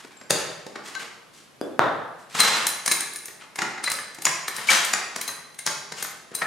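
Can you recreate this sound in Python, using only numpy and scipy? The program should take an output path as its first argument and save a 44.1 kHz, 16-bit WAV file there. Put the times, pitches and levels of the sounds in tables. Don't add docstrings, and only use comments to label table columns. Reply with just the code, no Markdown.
import sys
import numpy as np
from scipy import signal
from scipy.fft import rfft, irfft, next_fast_len
from scipy.io import wavfile

SR = 44100
rng = np.random.default_rng(int(sys.argv[2]) if len(sys.argv) > 2 else 0)


def bounce(signal):
    frames = np.transpose(np.atleast_2d(signal))
    limited = np.clip(frames, -1, 1)
    pcm = np.round(limited * 32767).astype(np.int16)
    wavfile.write(sys.argv[1], SR, pcm)


N = 284886

# (f/Hz, level/dB relative to one another, t60/s)
FRAME_MODES = [(871, 17.5, 0.48), (1303, 13, 0.35), (1897, 3, 0.022), (2100, -14, 0.051), (3860, 9, 0.039),
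               (6680, 14, 0.015), (7070, 7, 0.016), (8200, 10, 0.13), (10100, -1, 0.23)]


def amp(db):
    return 10 ** (np.asarray(db) / 20)


def unit(x):
    return x / np.sqrt(np.mean(x ** 2) + 1e-20)


def along(points, hz):
    f, v = np.transpose(points)
    return np.interp(np.log(hz + 1), np.log(f + 1), v)


def filtered(x, response):
    m = next_fast_len(x.shape[-1] + SR // 4, True)
    spectrum = rfft(x, m) * response(np.fft.rfftfreq(m, 1 / SR))
    return irfft(spectrum, m)[..., :x.shape[-1]]


def causal(points, size):
    cepstrum = irfft(np.log(amp(along(points, np.fft.rfftfreq(size, 1 / SR)))))
    cepstrum[1:size // 2] *= 2
    cepstrum[size // 2 + 1:] = 0
    return np.exp(rfft(cepstrum, size))


def resonances(modes, hz):
    total = 0
    for fc, db, t60 in modes:
        width = np.log(1000) / (np.pi * t60)
        total = total + amp(db) * 1j * hz * width / (fc * fc - hz * hz + 1j * hz * width)
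    return total


def pair(count, side_db):
    mid, side = rng.standard_normal((2, count))
    side = amp(side_db) * side
    return unit(np.array([mid + side, mid - side]))


def panned(x, pan_db):
    return x * amp(np.array([[.5], [-.5]]) * pan_db)


def add(track, s, sound):
    start = round(s * SR)
    track[:, start:start + sound.shape[-1]] += sound[..., :N - start]


def contacts(rows, modes, swell_s, ring_db, bass_db, dip_db, edge_db, tick_db, top_db, body_hz,
             rebound_db, rebound_life, size=16384):
    lead = .01
    halving_db = 17
    edge_share, tick_share = 0.63, 1.21
    firm_db, damping = -13.5, 0.45
    detune, ring_scatter_db = 0.0081, 3.5
    out = np.zeros((2, N))
    t = np.arange(size) / SR - lead
    hz = np.fft.rfftfreq(size, 1 / SR)
    rebounds = amp(rebound_db) * np.exp(np.minimum(t / 0.0034, -t / rebound_life))
    for s, db, thud, bright in rows:
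        loaded = []
        for fc, level, t60 in modes:
            loaded_hz = fc * (1 + detune * rng.standard_normal())
            loaded.append((loaded_hz, level + ring_scatter_db * rng.standard_normal(), t60))
        u = np.maximum(t, 0) / (swell_s * 2 ** (-bright / halving_db))
        closing = u * np.exp(1 - u)
        chatter = pair(size, side_db=-11.0) * np.hypot(closing, rebounds)
        edge = edge_db + edge_share * bright
        tick = tick_db + tick_share * bright
        colour = [(70, thud + bass_db), (145, thud), (450, thud), (1100, -1), (body_hz, 0),
                  (3000, edge / 2 + dip_db), (5000, edge), (10000, tick), (15000, tick + top_db)]
        ring = amp(ring_db - damping * max(db - firm_db, 0)) * resonances(loaded, hz)
        struck = irfft(rfft(chatter) * causal(colour, size) * (1 + ring))
        add(out, s - lead, amp(db) * struck)
    return out


def heavy_clanks():
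    # (t/s, level/dB, thud/dB, brightness/dB)
    clank_rows = [(.047, -32.5, 9.5, -7.5), (.212, -31, 5, -10), (.3058, -6, 3.5, 4),
                  (.3145, -23.5, 4.5, -4), (.665, -30, 16.5, -2.5), (.756, -21, -2, -15),
                  (.95, -19, -6, -9.5), (2.349, -15, -2.5, -9), (3.282, -27, -0.5, -1.5),
                  (3.587, -10, -10.5, -9.5), (3.618, -10, -10, -8.5), (3.625, -17.5, -1, -15),
                  (3.777, -21.5, -4.5, -20), (3.875, -14, -12.5, -16), (4.185, -30, 5, -2),
                  (4.2529, -10, -8, 5.5), (4.266, -7, -10.5, -10.5), (4.582, -19.5, -4, -20),
                  (4.691, -8.5, -31, -32), (4.712, -5.5, -17, -7), (4.935, -6.5, -8.5, -2),
                  (5.161, -17, -0.5, -0.5), (5.287, -20.5, -9.5, -19.5), (5.664, -14.5, -1.5, 6.5),
                  (5.672, -10, -8.5, -4.5), (5.921, -19.5, 2, -3.5), (6.046, -21, -11, -6),
                  (6.315, -38.5, 15, -6), (6.417, -9, -8, -22.5)]
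    return contacts(clank_rows, FRAME_MODES, swell_s=0.0016, ring_db=-10.5, bass_db=-28, dip_db=-6,
                    edge_db=-2.5, tick_db=-8, top_db=-20, body_hz=2100,
                    rebound_db=-10.5, rebound_life=0.014)


def light_clinks():
    # (t/s, level/dB, brightness/dB)
    clink_rows = [(2.39, -17.5, -7), (2.402, -9, 2.5), (2.668, -16.5, 8), (2.86, -17, 3),
                  (2.877, -12, -0.5), (2.913, -12, 3), (2.918, -14.5, 2.5), (3.006, -22, 5.5),
                  (3.134, -38.5, 11), (3.159, -30, 7), (3.256, -38, 12), (3.557, -27.5, -1.5),
                  (3.839, -18, -3), (3.9, -28, 10), (3.916, -17, 2.5), (3.985, -23.5, -14),
                  (4.146, -35.5, 3), (4.22, -27, 3), (4.48, -16.5, -3), (4.564, -27.5, 7), (4.848, -23, 7),
                  (5.2126, -20, 2.5), (5.278, -23, 6), (5.544, -44, 3), (5.589, -27.5, 3),
                  (6.025, -20.5, 2), (6.35, -26, 10)]
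    # (f/Hz, level/dB relative to one another, t60/s)
    pin_modes = [(1750, 3.7, 0.027), (2107, 9.7, 0.036), (4037, 18, 0.099), (6360, 7.8, 0.032),
                 (7710, 5.1, 0.15), (9016, 14.8, 0.025), (9670, 12, 0.33), (9730, 17.1, 0.46),
                 (10550, 18, 0.47), (12200, 21, 0.2), (13250, 25.5, 0.06)]
    thud_db = -7
    rows = [(s, db, thud_db, bright) for s, db, bright in clink_rows]
    return contacts(rows, pin_modes, swell_s=0.002, ring_db=-4.0, bass_db=-20, dip_db=-3.5,
                    edge_db=-1.5, tick_db=-3.0, top_db=-19.0, body_hz=2020,
                    rebound_db=-12.0, rebound_life=0.028)


def shoving():
    # (start t/s, length/s, level at top speed/dB, treble at half way/dB)
    shove_rows = [(-.06, 0.29, -45.5, -6), (0.314, 0.24, -36, -7), (0.834, 0.16, -41.5, -1),
                  (0.986, 0.11, -35, -5.5), (1.323, 0.16, -63.5, 13.5), (2.181, 0.087, -70.5, 17),
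                  (2.288, 0.18, -45, -0.5), (2.342, 0.35, -19.5, -4), (3.396, 0.081, -41, -16),
                  (3.828, 0.11, -43, 9), (4.525, 0.31, -38.5, -2), (4.67, 0.2, -24.5, 3),
                  (5.95, 0.15, -45, 6.5), (6.313, 0.18, -38.5, -20)]
    push_share = 0.26
    speed_power = .7
    dulling_db = 9.5
    t, gain, treble_gain = np.arange(N) / SR, np.zeros(N), np.zeros(N)
    for start, length, db, bright in shove_rows:
        u = np.clip((t - start) / length, 0, 1)
        speed = np.interp(u, [0, push_share, 1], [0, 1, 0])
        level = amp(db) * speed ** speed_power
        gain += level
        treble_gain += level * amp(bright - dulling_db * (u - .5))
    return gain, treble_gain


def rolling(bumps_per_s=420, bump_life=0.0037, grind=1.0, jerk_db=2.0):
    # (f/Hz, relative level/dB)
    grit = [(35, -77), (60, -40), (198, -8.5), (294, -16.5), (593, -11), (698, -7), (1090, -2),
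            (1280, -1.5), (1780, -2), (2900, -3.5), (8510, -9.5), (13300, -23), (16000, -37)]
    gain, treble_gain = shoving()
    t = np.arange(N) / SR
    hop_sizes = amp(2.2 * np.clip(rng.standard_normal(N), -2, 2))
    hops = (rng.random(N) < bumps_per_s / SR) * hop_sizes
    shake = unit(signal.lfilter([1], [1, -np.exp(-1 / (bump_life * SR))], hops))

    def body(hz):
        return amp(along(grit, hz)) * (1 + amp(-26.0) * resonances(FRAME_MODES, hz))

    slow = unit(filtered(rng.standard_normal(N), lambda hz: np.exp(-(hz / 45) ** 2)))
    jerks = amp(jerk_db * slow)
    rattle = unit(filtered(pair(N, side_db=-10.5) * (grind + shake) * jerks, body))
    treble = filtered(rattle, lambda hz: hz ** 2 / (hz ** 2 + 2800 ** 2))
    sound = gain * (rattle - treble) + treble_gain * treble
    return panned(sound, np.interp(t, [2.5, 4.7], [-1, 4.5]))


def knock(s, spectrum, db, size=4096):
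    out, push = np.zeros((2, N)), irfft(causal(spectrum, size))
    add(out, s, amp(db) * push / np.abs(push).max())
    return out


def two_knocks():
    # (f/Hz, relative level/dB)
    soft_knock = [(29, -84), (50, -45), (267, -2.5), (595, -6.5), (985, -21.5), (1600, -19.5),
                  (2010, -33.5), (3400, -33), (3810, -38), (12000, -38), (15600, -85), (22000, -120)]
    hard_knock = [(40, -76), (121, -9), (370, -7.5), (579, -2), (1300, -2), (1790, -7), (2300, -19.5),
                  (3000, -22.5), (3700, -20), (4500, -29.5), (14000, -46.5)]
    return knock(1.6134, soft_knock, db=-15.5) + knock(1.7934, hard_knock, db=2.04)


def pings():
    # (t/s, f/Hz, level/dB, t60/s)
    ping_rows = [(.17, 7500, -48.5, .76), (.667, 545, -36, 0.35), (0.953, 1554, -26.5, 0.29),
                 (0.951, 4010, -33.5, 0.23), (.953, 467, -46, 1), (1.614, 3450, -49, 0.47),
                 (1.613, 4870, -36, 0.053), (1.8, 3626, -33, 0.46), (2.399, 8720, -9, .063),
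                 (2.402, 4020, -18, .24), (2.668, 13100, -23, .15), (2.876, 1760, -24, 0.11),
                 (3.159, 9500, -30, 0.15), (3.841, 4035, -27, 0.61), (3.875, 2004, -19.5, 0.07),
                 (4.253, 6970, -12.5, 0.057), (4.688, 2286, -11, 0.062), (4.933, 7120, -20.5, 0.13),
                 (6.025, 13100, -29, 0.28), (6.418, 1870, -23.5, .14)]
    flutter_ratio, rough_at_db = 2.44, -30
    rough_grows = 0.26
    out, t = np.zeros((2, N)), np.arange(SR * 3 // 4) / SR
    for s, hz, db, t60 in ping_rows:
        rough = flutter_ratio * amp(rough_grows * (db - rough_at_db))
        noise = pair(len(t), side_db=-8)
        flutter = unit(filtered(noise, lambda f: np.exp(-(f / (.014 * hz)) ** 2)))
        note = (1 + rough * flutter) / np.hypot(1, rough) * np.sin(2 * np.pi * hz * t)
        onset = 1 - np.exp(-t / 0.00014)
        add(out, s, amp(db - 60 * t / t60) * onset * note)
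    return out


def garage(x, gap=0.00022, build=0.0057, size=16384):
    # (f/Hz, t60/s)
    ring_times = [(100, 1), (260, 0.79), (1200, 0.9), (4850, 0.78), (14000, 0.43)]
    # (f/Hz, relative level/dB)
    wall_colour = [(60, 7.5), (140, -10.5), (300, 5.5), (1200, 1), (4000, 0.5), (14000, -0.5)]
    out, source = np.zeros((2, N)), np.pad(x.mean(axis=0), (0, size))
    for start in range(0, N, size // 2):
        hz, age, z = signal.stft(pair(SR, side_db=-6.5), SR, nperseg=256)
        decay_db = 60 * age / along(ring_times, hz)[:, None]
        echo_gain = amp(along(wall_colour, hz)[:, None] - decay_db)
        tail = signal.istft(z * echo_gain, SR, nperseg=256)[1]
        t = np.arange(tail.shape[1]) / SR
        thickening = 1 - np.exp(-np.maximum(t - gap, 0) / build)
        tail = tail * thickening / np.sqrt(.055 * SR)
        piece = source[start:start + size] * signal.windows.cosine(size)
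        add(out, start / SR, signal.fftconvolve(piece[None], tail, axes=1))
    return out


def room_air():
    # (f/Hz, relative level/dB)
    air_colour = [(12, -44), (20, -10), (65, -14.5), (146, 2), (1220, -4.5), (7950, -18), (11400, -17.5),
                  (16000, -40)]
    noise = pair(N, side_db=-2.5)
    return amp(-54.5) * unit(filtered(noise, lambda hz: amp(along(air_colour, hz))))


def scene():
    clanks, clinks = heavy_clanks(), light_clinks()
    wheels, knocks, notes = rolling(), two_knocks(), pings()
    sent = amp(0.4) * clanks + amp(-1.5) * clinks + amp(1.0) * knocks
    sent = sent + amp(-0.5) * wheels + amp(-11.5) * notes
    direct = panned(clanks + clinks + knocks + wheels + notes, pan_db=1.5)
    return direct + garage(sent) + room_air()


def record(dry):
    top_hz = 16100
    return filtered(np.clip(dry, -1, 1), lambda hz: hz < top_hz)


dry = scene()
out = record(dry)
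bounce(out)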